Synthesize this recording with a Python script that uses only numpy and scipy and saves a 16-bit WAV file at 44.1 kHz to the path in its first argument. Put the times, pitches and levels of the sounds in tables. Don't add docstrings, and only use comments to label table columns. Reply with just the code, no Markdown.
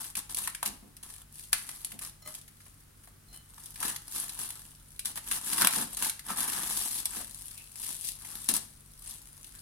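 import sys
import numpy as np
from scipy import signal
from scipy.fft import rfft, irfft
from scipy.io import wavfile
from scipy.ndimage import uniform_filter1d

SR = 44100
rng = np.random.default_rng(int(sys.argv[2]) if len(sys.argv) > 2 else 0)


def unload_audio(sound):
    columns = np.transpose(np.atleast_2d(sound))
    steps = np.round(np.clip(columns, -1, 1) * 32767)
    wavfile.write(sys.argv[1], SR, steps.astype(np.int16))


N = 423801
TIME = np.arange(N) / SR


def undb(db):
    return 10 ** (np.asarray(db) / 20)


def add(out, sound, s):
    start = max(int(s * SR), 0)
    part = out[..., start:start + sound.shape[-1]]
    part += sound[..., :part.shape[-1]]


def blow(x, db):
    return x / np.linalg.norm(x) * np.sqrt(2 * SR / 100) * undb(db)


def walk(rate):
    knots = rng.standard_normal(int(N / SR * rate) + 2)
    return np.interp(TIME * rate, np.arange(len(knots)), knots)


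def convolve(x, response):
    return signal.oaconvolve(x, np.atleast_2d(response), axes=-1)[:, :N]


def colour(x, points, size=4096):
    hz, db = np.transpose(points)
    grid = np.linspace(1, SR / 2, size // 2 + 1)
    log_gain = np.log(undb(np.interp(np.log(grid), np.log(hz), db)))
    cepstrum = irfft(log_gain)
    response = irfft(np.exp(rfft(2 * cepstrum[:size // 2], size)))
    return convolve(x, response / np.linalg.norm(response))


def pair(x, width):
    mid, side = x[0] + x[1], (x[0] - x[1]) * width
    return np.array([mid + side, mid - side]) / np.sqrt(2 + 2 * width ** 2)


# (t/s, crack level/dB, hollow pop against crack level/dB)
FILM_SNAPS = [(0.0428, -40.5, -4), (0.153, -32, -6.5), (0.346, -29.5, -35), (0.3695, -32, -24),
              (0.385, -31, -17), (0.438, -36.5, -16.5), (0.474, -31, 0.5), (0.5482, -36, -2.5),
              (0.628, -30.5, 2.5), (0.659, -30, -7.5), (0.967, -45.5, -16), (1.5294, -20, -1.5),
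              (1.6906, -39, 0), (1.8464, -30, -45), (1.919, -42, -3), (1.9902, -39, -10), (2.02, -41.5, -4),
              (2.048, -40, -5.5), (2.348, -38.5, -14), (2.413, -49.5, -19), (2.479, -49.5, -7),
              (2.604, -53.5, -4), (2.664, -56.5, 2.5), (2.803, -56.5, -17), (3.036, -57, -2),
              (3.074, -56, 3.5), (3.579, -50.5, 1.5), (3.658, -40.5, -40), (3.758, -42.5, -6),
              (3.802, -37, -11), (3.828, -32, 2), (3.961, -34.5, -7), (4.293, -35.5, -13),
              (4.5038, -37, -9), (4.9926, -33, -12.5), (5.0555, -27.5, -19), (5.174, -37, 1),
              (5.3124, -28.5, -3.5), (5.531, -28, -3), (5.581, -30, 0.5), (5.612, -26.5, 2),
              (5.619, -22.5, -0.5), (5.647, -21, 1), (5.671, -19, -0.5), (5.708, -33, -22),
              (6.0231, -28, -2), (6.045, -29.5, -8.5), (6.096, -28, -10), (6.193, -40, -5),
              (6.303, -35.5, 2.5), (6.405, -28.5, -21), (6.532, -35.5, -2), (7.0552, -24.5, -37.5),
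              (7.205, -45.5, 3.5), (8.086, -31, -28.5), (8.248, -45, -0.5), (8.488, -24, -18),
              (8.5379, -25, -35), (8.565, -28.5, -31), (9.4434, -45, -9.5)]
# (f/Hz, level/dB)
CREASE_TONE = [(1200, -19), (2300, -9.5), (3700, -2.5), (7000, -2), (10200, 3), (12500, -0.5), (16000, -13)]
# (f/Hz, level/dB)
SHEET_TONE = [(80, -19.5), (140, -5), (210, 0), (290, -6), (640, -16), (840, -5), (1300, -1), (1750, -2.5),
              (2200, -13.5), (4000, -19), (7000, -99)]
SNAP_DB, SNAP_DECAY_MS, SNAP_DB_PER_HALVING = -31.5, 2.9, 24.5
POP_HZ, POP_DROP_OCTAVES = 3331, 1.15


def film(crease_db=-3.0, sheet_db=-3, twang_db=-7, crack_db=-4.5, pop_db=-4.5):
    crease_gain, sheet_gain = hands()
    relax_db = np.interp(TIME, [3.0, 8.7], [-73, -64]) + 5.6 * walk(7.9)
    crease_gain = crease_gain * undb(crease_db) + undb(relax_db)

    firm = np.clip(crease_gain / undb(-39), .3, .75)
    ticks = crinkle(spread_db=4.6, even_s=.06, count=4000)
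    crackle = crinkle(spread_db=-0.5, even_s=0.024, count=15000)
    buckles = np.sqrt(firm) * crackle + np.sqrt(1 - firm) * ticks
    creases = buckles * crease_gain
    sheet = buckles * sheet_gain * undb(sheet_db)
    pops = twangs() * sheet_gain * undb(twang_db)

    for s, db, hollow_db in FILM_SNAPS:
        burst = snap(SNAP_DECAY_MS * 2 ** ((SNAP_DB - db) / SNAP_DB_PER_HALVING))
        hz = POP_HZ * 2 ** (-POP_DROP_OCTAVES * undb(hollow_db))
        steep = signal.butter(2, hz / 1.78, "high", fs=SR, output="sos")
        gentle = signal.butter(1, [hz / 1.98, min(hz * 1.44, SR / 3)], "band", fs=SR, output="sos")
        pop = signal.sosfilt(np.vstack([steep, gentle]), burst)
        add(creases, blow(burst, db + crack_db), s)
        add(pops, blow(pop, db + hollow_db + pop_db), s)

    pan_db = np.interp(TIME, [6.2, 7.2], [.8, 3.2])
    panned = creases * undb(np.array([pan_db, -pan_db]) / 2)
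    return colour(panned, CREASE_TONE) + colour(sheet, SHEET_TONE) + pops


# (start t/s, length t/s, level/dB)
EDGE_TUGS = [(0, .11, -39.5), (0.167, 0.031, -29.5), (0.292, 0.047, -38), (0.362, 0.1384, -36),
             (0.652, 0.036, -30), (1.027, 0.194, -47), (1.52, 0.24, -45.5), (1.682, 0.28, -47.5),
             (2.012, 0.087, -41), (2.272, 0.12, -44), (3.326, 0.0523, -48.5), (4.148, 0.12, -36),
             (4.388, 0.094, -36), (5.047, 0.07, -36.5), (5.156, 0.033, -36.5), (5.312, 0.0746, -30),
             (5.968, 0.0425, -34), (8.486, 0.0306, -24), (8.54, 0.039, -27.5)]
TUG_ATTACK_S, TUG_SAG_DB, TUG_RELEASE_S, TUG_SHEET_DB = 0.002, 8.5, 0.0038, -12
# (middle t/s, length t/s, level/dB, sheet against creases level/dB)
LOOSE_SQUEEZES = [(1.401, 0.155, -47, -25), (3.661, 0.367, -52, -13), (3.87, 0.14, -33, -8),
                  (4.173, 0.17, -38, -19), (4.365, 0.71, -46, -11), (5.302, 0.132, -40, -10.5),
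                  (6.05, 0.11, -31, -11.5), (7.07, 0.32, -48, -10), (7.171, 0.14, -38.5, -9.5),
                  (7.43, 0.602, -49.5, -15.5), (7.877, 0.25, -38, -18), (8.065, 0.13, -36.5, -34),
                  (8.346, 0.37, -45.5, -11), (9.095, 0.15, -45, -14.5), (9.446, 0.84, -59.5, -10.5)]
SQUEEZE_EDGE_DB = 12
# (t/s, crinkle level/dB, drumming sheet against crinkle level/dB)
LONG_PEELS = [
    [(5.41, -51, -10), (5.455, -37, -12), (5.54, -33.5, -9.5), (5.568, -38, -6), (5.585, -32.5, -8),
     (5.615, -28.5, -6.5), (5.64, -37.5, 5.5), (5.70, -51.5, -14), (5.728, -32, -12), (5.83, -35.5, -8.5),
     (5.866, -53.5, -11), (5.95, -43, -12)],
    [(6.24, -55, -11.5), (6.308, -36, 1), (6.355, -49, -9), (6.374, -36, -5.5), (6.42, -37.5, -8),
     (6.55, -37.5, -7), (6.8, -35, -14.5), (6.9, -37.5, -15.5), (7.004, -38.5, -20), (7.03, -49, -22)],
]
PEEL_DB, CLING_DB, CLINGS_PER_S = 2, 2.6, 70


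def hands():
    moves = []
    for start, length, db in EDGE_TUGS:
        t = np.maximum(TIME - start, 0)
        bite = np.minimum(t / TUG_ATTACK_S, 1)
        let_go = np.exp(-np.maximum(t - length, 0) / TUG_RELEASE_S)
        tug = bite * let_go * undb(db - TUG_SAG_DB * t / length)
        moves.append((tug, TUG_SHEET_DB))
    for middle, length, db, sheet_db in LOOSE_SQUEEZES:
        from_middle = 2 * (TIME - middle) / length
        moves.append((undb(db - SQUEEZE_EDGE_DB * from_middle ** 2), sheet_db))
    for peel in LONG_PEELS:
        s, db, sheet_db = np.transpose(peel)
        pull_db = np.interp(TIME, s, db) + PEEL_DB + CLING_DB * walk(CLINGS_PER_S)
        pull = undb(pull_db) * (TIME > s[0]) * (TIME < s[-1])
        moves.append((pull, np.interp(TIME, s, sheet_db)))
    creases = sum(gain ** 2 for gain, _ in moves)
    sheet = sum((gain * undb(sheet_db)) ** 2 for gain, sheet_db in moves)
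    return np.sqrt(creases), np.sqrt(sheet)


def crinkle(spread_db, even_s, count, bunch_db=3.5):
    grains = clicks(decay_ms=1.0, lag_ms=0.1605, scatter=1.0, count=count)
    sizes = undb(spread_db * np.minimum(rng.exponential(size=count), 4.0))
    out = np.zeros((2, N))
    for s, grain in zip(rng.uniform(0, N / SR, count), grains * sizes[:, None, None]):
        add(out, grain, s)
    out *= undb(bunch_db * walk(110))
    power = uniform_filter1d(np.mean(out ** 2, axis=0), int(even_s * SR))
    return out / np.sqrt(power + 1e-9)


def snap(decay_ms, give_ms=0.84, count=30):
    grains = clicks(decay_ms=0.87, lag_ms=0.1623, scatter=0.66, count=count)
    gaps = rng.uniform(.06, .3, count)
    delays_ms = np.cumsum(gaps) * decay_ms
    fade = np.exp(-delays_ms / decay_ms)
    build_up = 1 - np.exp(-delays_ms / give_ms)
    sizes = fade * build_up * undb(2.0 * rng.standard_normal(count))
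    out = np.zeros((2, SR // 8))
    for ms, grain in zip(delays_ms - delays_ms[0], grains * sizes[:, None, None]):
        add(out, grain, ms / 1000)
    return out


def clicks(decay_ms, lag_ms, scatter, count, tint_db=2.0, fold_db=5.5, size=256):
    ms = np.arange(size) / SR * 1000
    band = np.linspace(0, 1, size // 2 + 1)
    noise = rng.standard_normal((3, count, size))
    shared, left, right = rfft(noise * np.exp(-ms / decay_ms))
    lag = rng.uniform(-lag_ms, lag_ms, (count, 1)) / ms[1]
    left = scatter * left + shared * np.exp(-1j * np.pi * band * np.maximum(lag, 0))
    right = scatter * right + shared * np.exp(-1j * np.pi * band * np.maximum(-lag, 0))
    tint = tint_db * rng.standard_normal((count, 1, 1)) * np.cos(2 * np.pi * band)
    ripples = rng.uniform(2.93, 8.97, (count, 1, 1))
    fold = fold_db * np.cos(2 * np.pi * (ripples * band + rng.random((count, 1, 1))))
    both = irfft(np.stack([left, right], axis=1) * undb(tint + fold))
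    return both / np.sqrt(np.sum(both ** 2, axis=(1, 2), keepdims=True))


def twangs(low_hz=800, high_hz=1800, cycles=3.1, spread_db=4.5, count=4000):
    t = TIME[:SR // 50]
    out = np.zeros((2, N))
    for when, pitch, size, turn in rng.random((count, 4)):
        turns = low_hz * (high_hz / low_hz) ** pitch * t
        side_turns = (turn - .5) * np.array([[.5], [0]])
        ring = np.sin(2 * np.pi * (turns + side_turns)) * np.exp(-turns / cycles)
        add(out, ring * undb(-spread_db * np.log(max(size, .03))), when * N / SR)
    return out / np.std(out)


STUTTER_DB, WOBBLE_TURNS, WOBBLES_PER_S = 3.5, .17, 130
# (t/s, length t/s, level/dB, f/Hz)
FOLD_CREAKS = [(7.543, 0.106, -49.5, 2570), (9.53, 0.0536, -56, 1640)]


def creaks(sharpness=9.4):
    out = np.zeros((2, N))
    for s, length, db, hz in FOLD_CREAKS:
        press = np.sqrt(np.hanning(int(length * SR)))
        stutter = undb(STUTTER_DB * walk(WOBBLES_PER_S)[:len(press)])
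        slips = press * rng.standard_normal((2, len(press))) * stutter
        ringing = signal.lfilter(*signal.iirpeak(hz, sharpness, fs=SR), slips)
        add(out, blow(ringing, db), s)
    return out


# (f/Hz, level/dB)
BOWL_MODES = [(610, 3.5), (1238, -2), (2032, -2), (3022, -8), (4165, 2), (5490, -5), (6930, 4)]
# (t/s, length t/s, ring level/dB, strongest f/Hz, fall away from it level/dB per octave)
RIM_RUBS = [(2.218, 0.012, -54, 3600, 4), (2.247, 0.03, -45, 1200, 4), (3.258, 0.11, -55, 4165, 25),
            (3.305, 0.096, -53, 3060, 22)]


def bowl(ring_s=0.15, scrape_db=-2, slip_db=5):
    t = TIME[:SR // 2]
    rings, scrapes = np.zeros((2, 2, N))
    fade = np.exp(-np.log(1000) * t / ring_s)
    for s, length, db, hz_best, focus_db in RIM_RUBS:
        press = np.sqrt(np.hanning(int(length * SR)))
        swell = signal.fftconvolve(press, fade)[:len(t)]
        ring = 0
        for hz, mode_db in BOWL_MODES:
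            fall_db = focus_db * np.abs(np.log2(hz / hz_best))
            stutter_db = STUTTER_DB * walk(WOBBLES_PER_S)[:len(t)]
            ring = ring + undb(mode_db - fall_db + stutter_db) * waver(hz, t)
        slips = press * rng.standard_normal((2, len(press))) * undb(slip_db * walk(403)[:len(press)])
        add(rings, blow(ring * swell, db), s)
        add(scrapes, blow(slips, db + scrape_db), s)
    return rings + colour(scrapes, [(350, -14), (720, -6.5), (1400, -20), (9000, -15.5)])


def waver(hz, t):
    wobble = WOBBLE_TURNS * walk(WOBBLES_PER_S)[:len(t)]
    start = rng.random() + rng.random((2, 1)) / 4
    return np.sin(2 * np.pi * (hz * t + wobble + start))


# (t/s, level/dB)
BOWL_KNOCKS = [(.667, -49.5), (0.824, -54), (1.925, -53), (5.765, -39), (7.16, -49), (8.49, -42.5)]


def knocks(decay_s=0.056):
    t = TIME[:SR // 4]
    out = np.zeros((2, N))
    for s, db in BOWL_KNOCKS:
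        add(out, rng.standard_normal((2, len(t))) * np.exp(-t / decay_s) * undb(db), s)
    return colour(pair(out, width=0.6), [(70, -30.5), (210, 6.5), (330, -7), (800, -11.0), (3000, -40)])


def kitchen(x, t60_s=0.41, wet_db=-10.5, early_db=-7, early_s=0.011, hollow_hz=835, hollow_s=0.083, hollow_db=3):
    t = TIME[:SR * 2 // 3]
    near, far = rng.standard_normal((2, 2, len(t)))
    early = near * np.exp(-t / early_s) * (t > .0012)
    bass = signal.lfilter(*signal.butter(1, 1800, fs=SR), early)
    early = early - bass + bass[0]
    tail = far * np.exp(-np.log(1000) * t / t60_s) * (t > .007)
    tail = signal.lfilter(*signal.butter(1, 8000, fs=SR), tail)
    hollow = np.sin(2 * np.pi * hollow_hz * t) * np.exp(-t / hollow_s) * 2 / (hollow_s * SR)
    echoes = undb(early_db) * early / np.linalg.norm(early[0])
    echoes = echoes + undb(wet_db) * tail / np.linalg.norm(tail[0])
    return x + convolve(x, echoes + undb(hollow_db) * hollow)


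# (f/Hz, level/dB)
HUM_TONES = [(96.8, -66), (145.2, -67.5)]
# (f/Hz, level/dB)
AIR_TONE = [(200, -7), (500, -13.5), (1300, -2.5), (2500, -12), (9000, -26), (16000, -45)]


def background(air_db=-69, rumble_db=-57, drone_db=-69.0):
    hum = 0
    for hz, db in HUM_TONES:
        tone = np.sqrt(2) * np.sin(2 * np.pi * (hz * TIME + rng.random()))
        hum = hum + undb(db + 2.0 * walk(13.0)) * tone
    air = colour(rng.standard_normal((2, N)), AIR_TONE)
    rumble = colour(pair(rng.standard_normal((2, N)), width=0.84),
                    [(20, -21.0), (44, -2.5), (75, -15.5), (180, -19.0), (400, -38.5)])
    drone = colour(pair(rng.standard_normal((2, N)), width=0.9),
                   [(100, -26.0), (220, 0), (320, -6.0), (700, -20.5), (2000, -67.5)])
    return hum + undb(air_db) * air + undb(rumble_db) * rumble + undb(drone_db) * drone


def scene():
    return kitchen(film() + creaks() + bowl() + knocks()) + background()


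def record(dry, left_hz=9700, right_hz=11200, left_db=3, right_db=-3, sharpness=5.5, alike_hz=165, top_hz=16000):
    low = signal.butter(2, alike_hz, fs=SR, output="sos")
    side = signal.sosfiltfilt(low, (dry[0] - dry[1]) / 2)
    sound = dry - np.array([side, -side])
    left = signal.lfilter(*signal.iirpeak(left_hz, sharpness, fs=SR), sound[0]) * undb(left_db)
    right = signal.lfilter(*signal.iirpeak(right_hz, sharpness, fs=SR), sound[1]) * undb(right_db)
    heard = np.tanh(sound + np.array([left, right]))
    return signal.sosfilt(signal.ellip(10, .2, 70, top_hz, fs=SR, output="sos"), heard)


dry = scene()
out = record(dry)
unload_audio(out)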